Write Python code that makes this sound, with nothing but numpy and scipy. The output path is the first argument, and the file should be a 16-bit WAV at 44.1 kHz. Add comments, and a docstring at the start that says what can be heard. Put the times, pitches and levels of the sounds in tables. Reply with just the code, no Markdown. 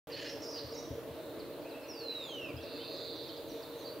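"""In a wood, over a camera motor's hollow hum and a steady hiss, two nuthatches squabble on a near branch.
They open with thin squeals and harsh rasps. Farther off small birds begin to chip, and soft bumps
knock the camera. After a second a finch gives the first of three wheezes, a tone swept very fast;
then a distant bird twitters. Near two seconds a nuthatch lets out one long falling whistle.
A few more bumps follow, and wheezes and chips carry on to the end. The trees give every call a tail."""
import sys
import numpy as np
from scipy import signal
from scipy.fft import rfft, irfft
from scipy.io import wavfile
from scipy.ndimage import uniform_filter1d

SR = 44100
rng = np.random.default_rng(int(sys.argv[2]) if len(sys.argv) > 2 else 0)


def bounce(signal):
    """Save signal as a 16-bit WAV file at the path given by the first command-line argument."""
    frames = np.transpose(np.atleast_2d(signal))
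    limited = np.clip(frames, -1, 1)
    pcm = np.round(limited * 32767).astype(np.int16)
    wavfile.write(sys.argv[1], SR, pcm)


N = 176400

# slow rise and fall of the camera motor's rumble and hum: t/s, relative level/dB
RUMBLE_DRIFT = [(0, -1), (.5, 0), (1.0, 0.5), (1.5, 1), (2.0, -1.8), (2.5, -0.5), (3.0, -1), (3.5, -0.7),
                (4.0, -1)]

WHISTLE_WAVER_HZ, SQUEAL_WAVER_HZ = 156, 228  # rates of unsteadiness, shared by the other calls


def amp(db):
    """Decibels to gain."""
    return 10 ** (np.asarray(db) / 20)


def unit(x):
    """Scales to rms 1."""
    return x / np.sqrt(np.mean(x ** 2) + 1e-20)


def read(points, hz):
    """Reads a table on a log-frequency axis."""
    f, value = np.transpose(points)
    return np.interp(np.log(hz + 1), np.log(f + 1), value)


def add(mix, s, sound):
    """Mixes a sound in at s seconds."""
    part = mix[max(round(s * SR), 0):][:len(sound)]
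    part += sound[:len(part)]


def noise(n, shape):
    """Noise of rms 1 with a gain given by frequency."""
    return unit(irfft(rfft(rng.standard_normal(n)) * shape(np.fft.rfftfreq(n, 1 / SR)), n))


def wander(n, hz):
    """Random drift of rms 1, up to about the given rate."""
    return noise(n, lambda f: 1 / (1 + (f / hz) ** 4))


def turn(hz):
    """Phase of a pitch curve."""
    return 2 * np.pi * np.cumsum(hz) / SR


def fade(n, edge_s=0.0013):
    """Soft start and end."""
    i = np.arange(n)
    return np.sin(np.pi / 2 * np.minimum(np.minimum(i, i[::-1]) / (edge_s * SR), 1)) ** 2


def voice(points, waver, waver_hz, flutter_db):
    """Pitch, phase and loudness of a slightly unsteady call."""
    s, hz, db = np.transpose(points)
    t = np.arange(s[0], s[-1], 1 / SR)
    n, hz = len(t), np.interp(t, s, hz)
    level = np.sqrt(2) * fade(n) * amp(np.interp(t, s, db) + flutter_db * wander(n, waver_hz))
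    return hz, turn(hz * (1 + waver * wander(n, waver_hz))), level


def note(length, from_hz, to_hz, db, bend, waver, swell, flutter_db=2.5):
    """One short gliding note; the more bend, the sooner its pitch settles."""
    n = round(length * SR)
    u = np.linspace(0, 1, n)
    hz = from_hz + (to_hz - from_hz) * np.expm1(-bend * u) / np.expm1(-bend)
    arch = abs(np.sin(np.pi * u)) ** swell
    level = np.sqrt(2) * arch * amp(db + flutter_db * wander(n, WHISTLE_WAVER_HZ))
    return level * np.sin(turn(hz * (1 + waver * wander(n, SQUEAL_WAVER_HZ))))


def wood(x, wet_db, pan_db, t60_s=0.74, gap_s=.006, likeness=.68):
    """Direct sound plus scattered echoes from the trunks; pan_db is left minus right."""
    t = np.arange(SR) / SR
    mid, side = rng.standard_normal((2, SR)) * (rng.random((2, SR)) < 2500 / SR)  # 2500 echoes a second
    echoes = np.sqrt((1 + likeness) / 2) * mid + np.sqrt((1 - likeness) / 2) * np.array([side, -side])
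    tail = echoes * (t > gap_s) * amp(-60 * t / t60_s)
    wet = signal.fftconvolve(x[None], tail / np.linalg.norm(tail[0]), axes=1)[:, :N]
    return (x + amp(wet_db) * wet) / np.hypot(1, amp(wet_db)) * amp([[pan_db / 2], [-pan_db / 2]])


def motor_rumble_and_hiss(level_db=-47, patch_db=1.48, swell_db=0.22, rumble_to_hz=796, hiss_from_hz=14000):
    """The camera motor's low rumble, with a steady hiss; both drift slightly in patches."""
    # steady spectrum: f/Hz, relative level/dB
    spectrum = [(22, -36), (38, -21), (50, -4), (80, -5), (125, 5), (165, 2.5), (208, -6.5), (250, 5),
                (335, 12.5), (380, 3.5), (430, 9.5), (510, 5), (635, 10), (710, -3), (900, -2),
                (1300, -6.5), (2000, -11.5), (3200, -13), (4200, -13.5), (5500, -21.5), (8000, -23),
                (11000, -21.5), (15000, -18)]
    # how alike the two channels are: f/Hz, correlation
    likeness = [(30, 1), (90, 1), (170, 0.27), (280, 0.89), (600, 0.98), (1200, 0.72), (3000, 0.58),
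                (6000, 0.07), (9000, 0.037), (14000, .55)]
    # drift of the treble hiss: t/s, relative level/dB
    hiss_drift = [(0, 0.2), (.8, 0.5), (1.4, 1), (2.2, -0.1), (3.0, 0), (3.5, 2.7), (4.0, 3)]
    size, hop = 2048, 512
    frames, hz = N // hop + 5, np.fft.rfftfreq(size, 1 / SR)
    t = np.arange(frames) * hop / SR
    a, b, c, d, patches = rng.standard_normal((frames, len(hz), 5)).T
    patches = unit(uniform_filter1d(uniform_filter1d(patches, size=20, axis=0), size=8, axis=1))
    swell = unit(uniform_filter1d(rng.standard_normal(frames), size=30))
    same = read(likeness, hz)[:, None]
    left = a + 1j * b
    right = same * left + np.sqrt(1 - same ** 2) * (c + 1j * d)
    hiss = np.interp(t, *np.transpose(hiss_drift)) * np.minimum(hz / hiss_from_hz, 1)[:, None] ** 2
    rumble = np.interp(t, *np.transpose(RUMBLE_DRIFT)) / (1 + (hz[:, None] / rumble_to_hz) ** 2)
    gain = amp(read(spectrum, hz)[:, None] + patch_db * patches + swell_db * swell + hiss + rumble)
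    _, wash = signal.istft(np.array([left, right]) * gain, nperseg=size, noverlap=size - hop)
    return amp(level_db) * unit(wash[:, :N])


def motor_hum(flutter_db=2.5, flutter_hz=12.8):
    """The camera's stabiliser motor hums hollowly in narrow, fluttering bands."""
    # resonances: f/Hz, half-width/Hz, level/dB
    bands = [(287.7, 10, -57.5), (464.5, 16.6, -50.5), (559.4, 18.5, -55.5)]
    hum = sum(amp(db) * noise(N, lambda f: 1 / (1 + ((f - hz) / width) ** 2)) for hz, width, db in bands)
    drift_db = np.interp(np.arange(N) / SR, *np.transpose(RUMBLE_DRIFT))
    return hum * unit(amp(drift_db + flutter_db * wander(N, flutter_hz)))


def camera_bumps(low_cut_hz=63):
    """Right at the microphone, soft knocks ring the camera body low and briefly."""
    # knocks: t/s, level/dB
    knocks = [(0.642, -37), (0.904, -30), (1.106, -38.5), (1.258, -45), (2.538, -33.5), (2.562, -38),
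              (2.61, -49)]
    # modes of the body: f/Hz, relative level/dB, t60/s
    modes = [(82, -8.5, .2), (116, -6, 0.15), (259, -12, 0.18)]
    out, t = np.zeros(N), np.arange(SR // 3) / SR
    ring = sum(amp(db - 60 * t / t60) * np.sin(2 * np.pi * hz * t) for hz, db, t60 in modes)
    ring *= fade(len(t), edge_s=0.0022)
    for s, db in knocks:
        add(out, s, amp(db) * ring)
    out = signal.sosfilt(signal.butter(4, low_cut_hz, "high", fs=SR, output="sos"), out)
    return out * amp([[1.2], [-1.4]])


def twitter(count=14, start_s=1.64, every_s=.0915):
    """Far off, a bird repeats one rough rising note in an even run."""
    out = np.zeros(N)
    for k in range(count):
        rising = note(length=.055, from_hz=2450, to_hz=2850, db=-56, bend=0.81, waver=0.03, swell=0.95)
        add(out, start_s + k * every_s, rising)
    return out


def small_birds():
    """Brief gliding notes from small birds deeper in the wood."""
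    # short falling chips: t/s, length/s, start f/Hz, end f/Hz, level/dB
    chips = [(.718, .025, 6100, 5100, -53.5), (1.39, .036, 5600, 3950, -56),
             (1.525, 0.028, 4600, 3950, -61), (1.612, 0.022, 5600, 4300, -65),
             (1.691, .055, 5220, 3810, -57), (1.993, .03, 6300, 3900, -53),
             (2.285, 0.033, 5200, 3900, -54.5), (2.622, 0.027, 6700, 4900, -61),
             (2.96, .025, 6600, 4800, -59), (3.282, 0.036, 6100, 4050, -52.5),
             (3.362, 0.029, 5500, 4560, -56), (3.481, 0.049, 6960, 5450, -60),
             (3.513, 0.016, 5500, 4200, -55.5), (3.622, 0.029, 6000, 4100, -54.5),
             (3.795, 0.055, 5000, 3710, -55), (3.878, .02, 4700, 4130, -57)]
    # pips with an even glide, most nearly flat or rising: t/s, length/s, start f/Hz, end f/Hz, level/dB
    pips = [(.725, .14, 3900, 3800, -59.5), (1.63, .025, 4300, 4270, -65), (1.825, 0.038, 4320, 4260, -63),
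            (1.81, .05, 5450, 4950, -68), (2.566, 0.016, 4850, 5100, -54.5),
            (2.574, 0.028, 3120, 3460, -57.5), (2.645, .04, 4800, 4760, -63),
            (2.792, 0.038, 2930, 3190, -53.5), (3.224, 0.023, 5150, 5050, -63),
            (3.29, 0.017, 3100, 3100, -57), (3.552, .13, 3600, 3600, -63), (3.843, 0.038, 4620, 4580, -50),
            (3.91, .025, 4500, 4650, -56), (3.948, .025, 4640, 4620, -60)]
    # thin scratchy calls: t/s, length/s, start f/Hz, end f/Hz, level/dB
    lisps = [(.415, .04, 7100, 6800, -66), (0.574, .045, 4740, 4450, -48), (2.88, 0.1, 6300, 5900, -73),
             (2.98, .1, 6450, 6750, -70), (3.152, .04, 5800, 5400, -66), (3.518, 0.12, 6100, 5680, -67),
             (3.777, 0.067, 6400, 5720, -65), (3.861, 0.048, 4300, 4270, -52)]
    out = np.zeros(N)
    for s, *row in chips:
        add(out, s, note(*row, bend=2.6, waver=0.01, swell=0.77))
    for s, *row in pips:
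        add(out, s, note(*row, bend=.3, waver=0.0071, swell=0.38))
    for s, *row in lisps:
        add(out, s, note(*row, bend=0.34, waver=.06, swell=0.41))
    return out


def finch_wheezes(arch_hz=200.4, sag_hz_per_s=330, pulse_depth=0.68, skew=0.27, jitter=.014):
    """Some way off, a tone sweeps up and down very fast in a narrow throat band, swelling and sagging."""
    # wheezes: t/s, length/s, peak t/s, peak level/dB, edge re peak/dB, f/Hz, sweep/Hz, sweep rate/Hz
    calls = [(1.06, 0.44, 1.29, -62, -9, 3974, 503, 165), (2.6, .8, 3.0, -47, -10, 4178, 670, 171),
             (3.42, 0.45, 3.64, -58.5, -4.5, 3977, 520, 156)]
    out = np.zeros(N)
    for s, length, peak_s, db, edge_db, hz, sweep_hz, rate in calls:
        t = np.arange(s, s + length, 1 / SR)
        n, off_peak = len(t), (2 * (t - peak_s) / length) ** 2
        cycle = turn(rate * (1 + 0.013 * wander(n, hz=44)))
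        sweep = jitter * hz * wander(n, hz=285) - sweep_hz * (np.sin(cycle) - skew * np.sin(2 * cycle))
        buzz = (1 + pulse_depth * np.cos(cycle)) * np.exp(1j * turn(sweep))
        throat = signal.butter(4, 1.19 * sweep_hz, fs=SR, output="sos")  # just wider than the sweep
        centre_hz = hz - arch_hz * off_peak - sag_hz_per_s * (t - peak_s)
        wheeze = (signal.sosfiltfilt(throat, buzz) * np.exp(1j * turn(centre_hz))).real
        add(out, s, amp(db + edge_db * off_peak) * fade(n, edge_s=0.018) * unit(wheeze))
    return out


def nuthatch_squeals(hoarse_db=-7.5, hoarse_width_hz=910):
    """On the near branch, thin wavering tones, each made hoarse by a band of noise around its pitch."""
    # one contour per squeal: t/s, f/Hz, level/dB
    contours = [
        [(.118, 4880, -52), (.132, 4420, -45.5), (.143, 4247, -45.5), (.165, 4564, -52), (.188, 4400, -53),
         (.21, 4050, -60)],
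        [(.195, 6700, -65), (.232, 6930, -62), (.262, 5600, -65)],
        [(.258, 4750, -58), (.28, 5210, -51.5), (.3, 5630, -48), (.316, 5410, -51.5), (.334, 4960, -56)],
        [(.42, 5750, -49), (.428, 5500, -47), (.445, 4950, -48.5)],
        [(.433, 7300, -66), (.448, 5545, -50), (.465, 4860, -51.5), (.487, 5300, -46), (.51, 5850, -54),
         (.55, 5760, -58), (.585, 4960, -57), (.62, 4700, -58)],
        [(.5, 5050, -57), (.53, 4980, -52), (.553, 4895, -46), (.575, 4700, -45), (.592, 4200, -47.5),
         (.605, 4130, -57)],
        [(.6, 4510, -66), (.655, 4750, -56), (.69, 4540, -58), (.72, 4870, -54)],
        [(.735, 7450, -66), (.752, 6180, -54), (.765, 5410, -50.5), (.788, 5650, -48.5), (.825, 6200, -66),
         (.9, 6100, -72)],
    ]
    out = np.zeros(N)
    for points in contours:
        hz, phase, level = voice(points, waver=0.0183, waver_hz=SQUEAL_WAVER_HZ, flutter_db=1)
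        hoarse = amp(hoarse_db) * wander(len(hz), hoarse_width_hz)
        add(out, points[0][0], level * (np.sin(phase) + hoarse * np.cos(phase)))
    return out


def nuthatch_rasps(pulse_hz=212, pulse_depth=0.21):
    """On the near branch, harsh bursts of unevenly pulsed noise shaped by the throat."""
    # bursts: t/s, length/s, level/dB
    bursts = [(0.099, .06, -52), (.163, 0.043, -45.5), (.215, 0.02, -44.5), (.243, 0.036, -44.5),
              (.285, 0.018, -48), (0.559, 0.041, -53.5)]
    # throat response: f/Hz, relative level/dB
    throat = [(1000, -40), (1400, -14), (1800, 1.5), (2200, -10.5), (2650, -2), (3050, 0), (3700, -11),
              (4400, -4.5), (5500, -11), (7500, -28), (10000, -42)]
    out = np.zeros(N)
    for s, length, db in bursts:
        n = round(length * SR)
        pulses = 1 + pulse_depth * np.cos(turn(pulse_hz * (1 + 0.32 * wander(n, WHISTLE_WAVER_HZ))))
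        breath = noise(n, lambda f: amp(read(throat, f)))
        add(out, s, amp(db) * fade(n) * unit(pulses * breath))
    return out


def nuthatch_whistle(split_hz=3540, split_width_hz=220, split_db=-15):
    """Close by, a long slide down with a flickering overtone; near split_hz the voice breaks hoarsely."""
    # the falling whistle: t/s, f/Hz, level/dB
    contour = [(1.872, 5850, -72), (1.89, 5800, -58), (1.909, 5415, -47.5), (1.946, 4940, -55.5),
               (2.0, 4530, -50.5), (2.06, 4128, -49), (2.115, 4020, -37.5), (2.142, 3933, -50.5),
               (2.157, 3904, -41.5), (2.2, 3802, -48), (2.255, 3593, -47), (2.278, 3420, -53.5),
               (2.296, 3280, -50), (2.36, 3010, -46.5), (2.414, 2778, -49.5), (2.44, 2716, -43.5),
               (2.48, 2534, -53.5), (2.52, 2283, -55)]
    # second harmonic, stronger at low pitch: main tone f/Hz, level re main tone/dB
    harmonic = [(2400, -14), (2900, -23.5), (3500, -9.5), (3850, -31), (4050, -48)]
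    hz, phase, level = voice(contour, waver=0.0062, waver_hz=WHISTLE_WAVER_HZ, flutter_db=2.5)
    out, n = np.zeros(N), len(hz)
    split = amp(split_db) * np.exp(-((hz - split_hz) / split_width_hz) ** 2)
    thirds = split * np.cos(phase / 3 + 1.1 * wander(n, WHISTLE_WAVER_HZ))  # adds 2/3 and 4/3 of the pitch
    overtone = amp(read(harmonic, hz) + wander(n, hz=45))  # flickers by 1 dB
    add(out, contour[0][0], level * ((1 + 2 * thirds) * np.sin(phase) + overtone * np.sin(2 * phase)))
    return out


def scene():
    """Near and far birds, a little right of the microphone, over the camera motor and a steady hiss."""
    near = wood(nuthatch_squeals() + nuthatch_rasps(), wet_db=-1, pan_db=-3)
    near += wood(nuthatch_whistle(), wet_db=-6, pan_db=-3)
    far = wood(small_birds(), wet_db=-4, pan_db=-4.5)
    far += wood(finch_wheezes(), wet_db=-1, pan_db=-4.5)
    far += wood(twitter(), wet_db=3, pan_db=-0.5)
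    background = (motor_rumble_and_hiss() + motor_hum()) * amp([[-.3], [.3]])
    return background + camera_bumps() + far + near


def record(dry):
    """Sound begins after a moment of silence; the top of the treble is cut off."""
    start_s, edge_hz = .072, 15750
    live = dry * (np.arange(N) / SR > start_s)
    low_pass = signal.firwin(511, edge_hz, window=("kaiser", 9), fs=SR)
    return signal.oaconvolve(live, low_pass[None], "same")


dry = scene()
out = record(dry)
bounce(out)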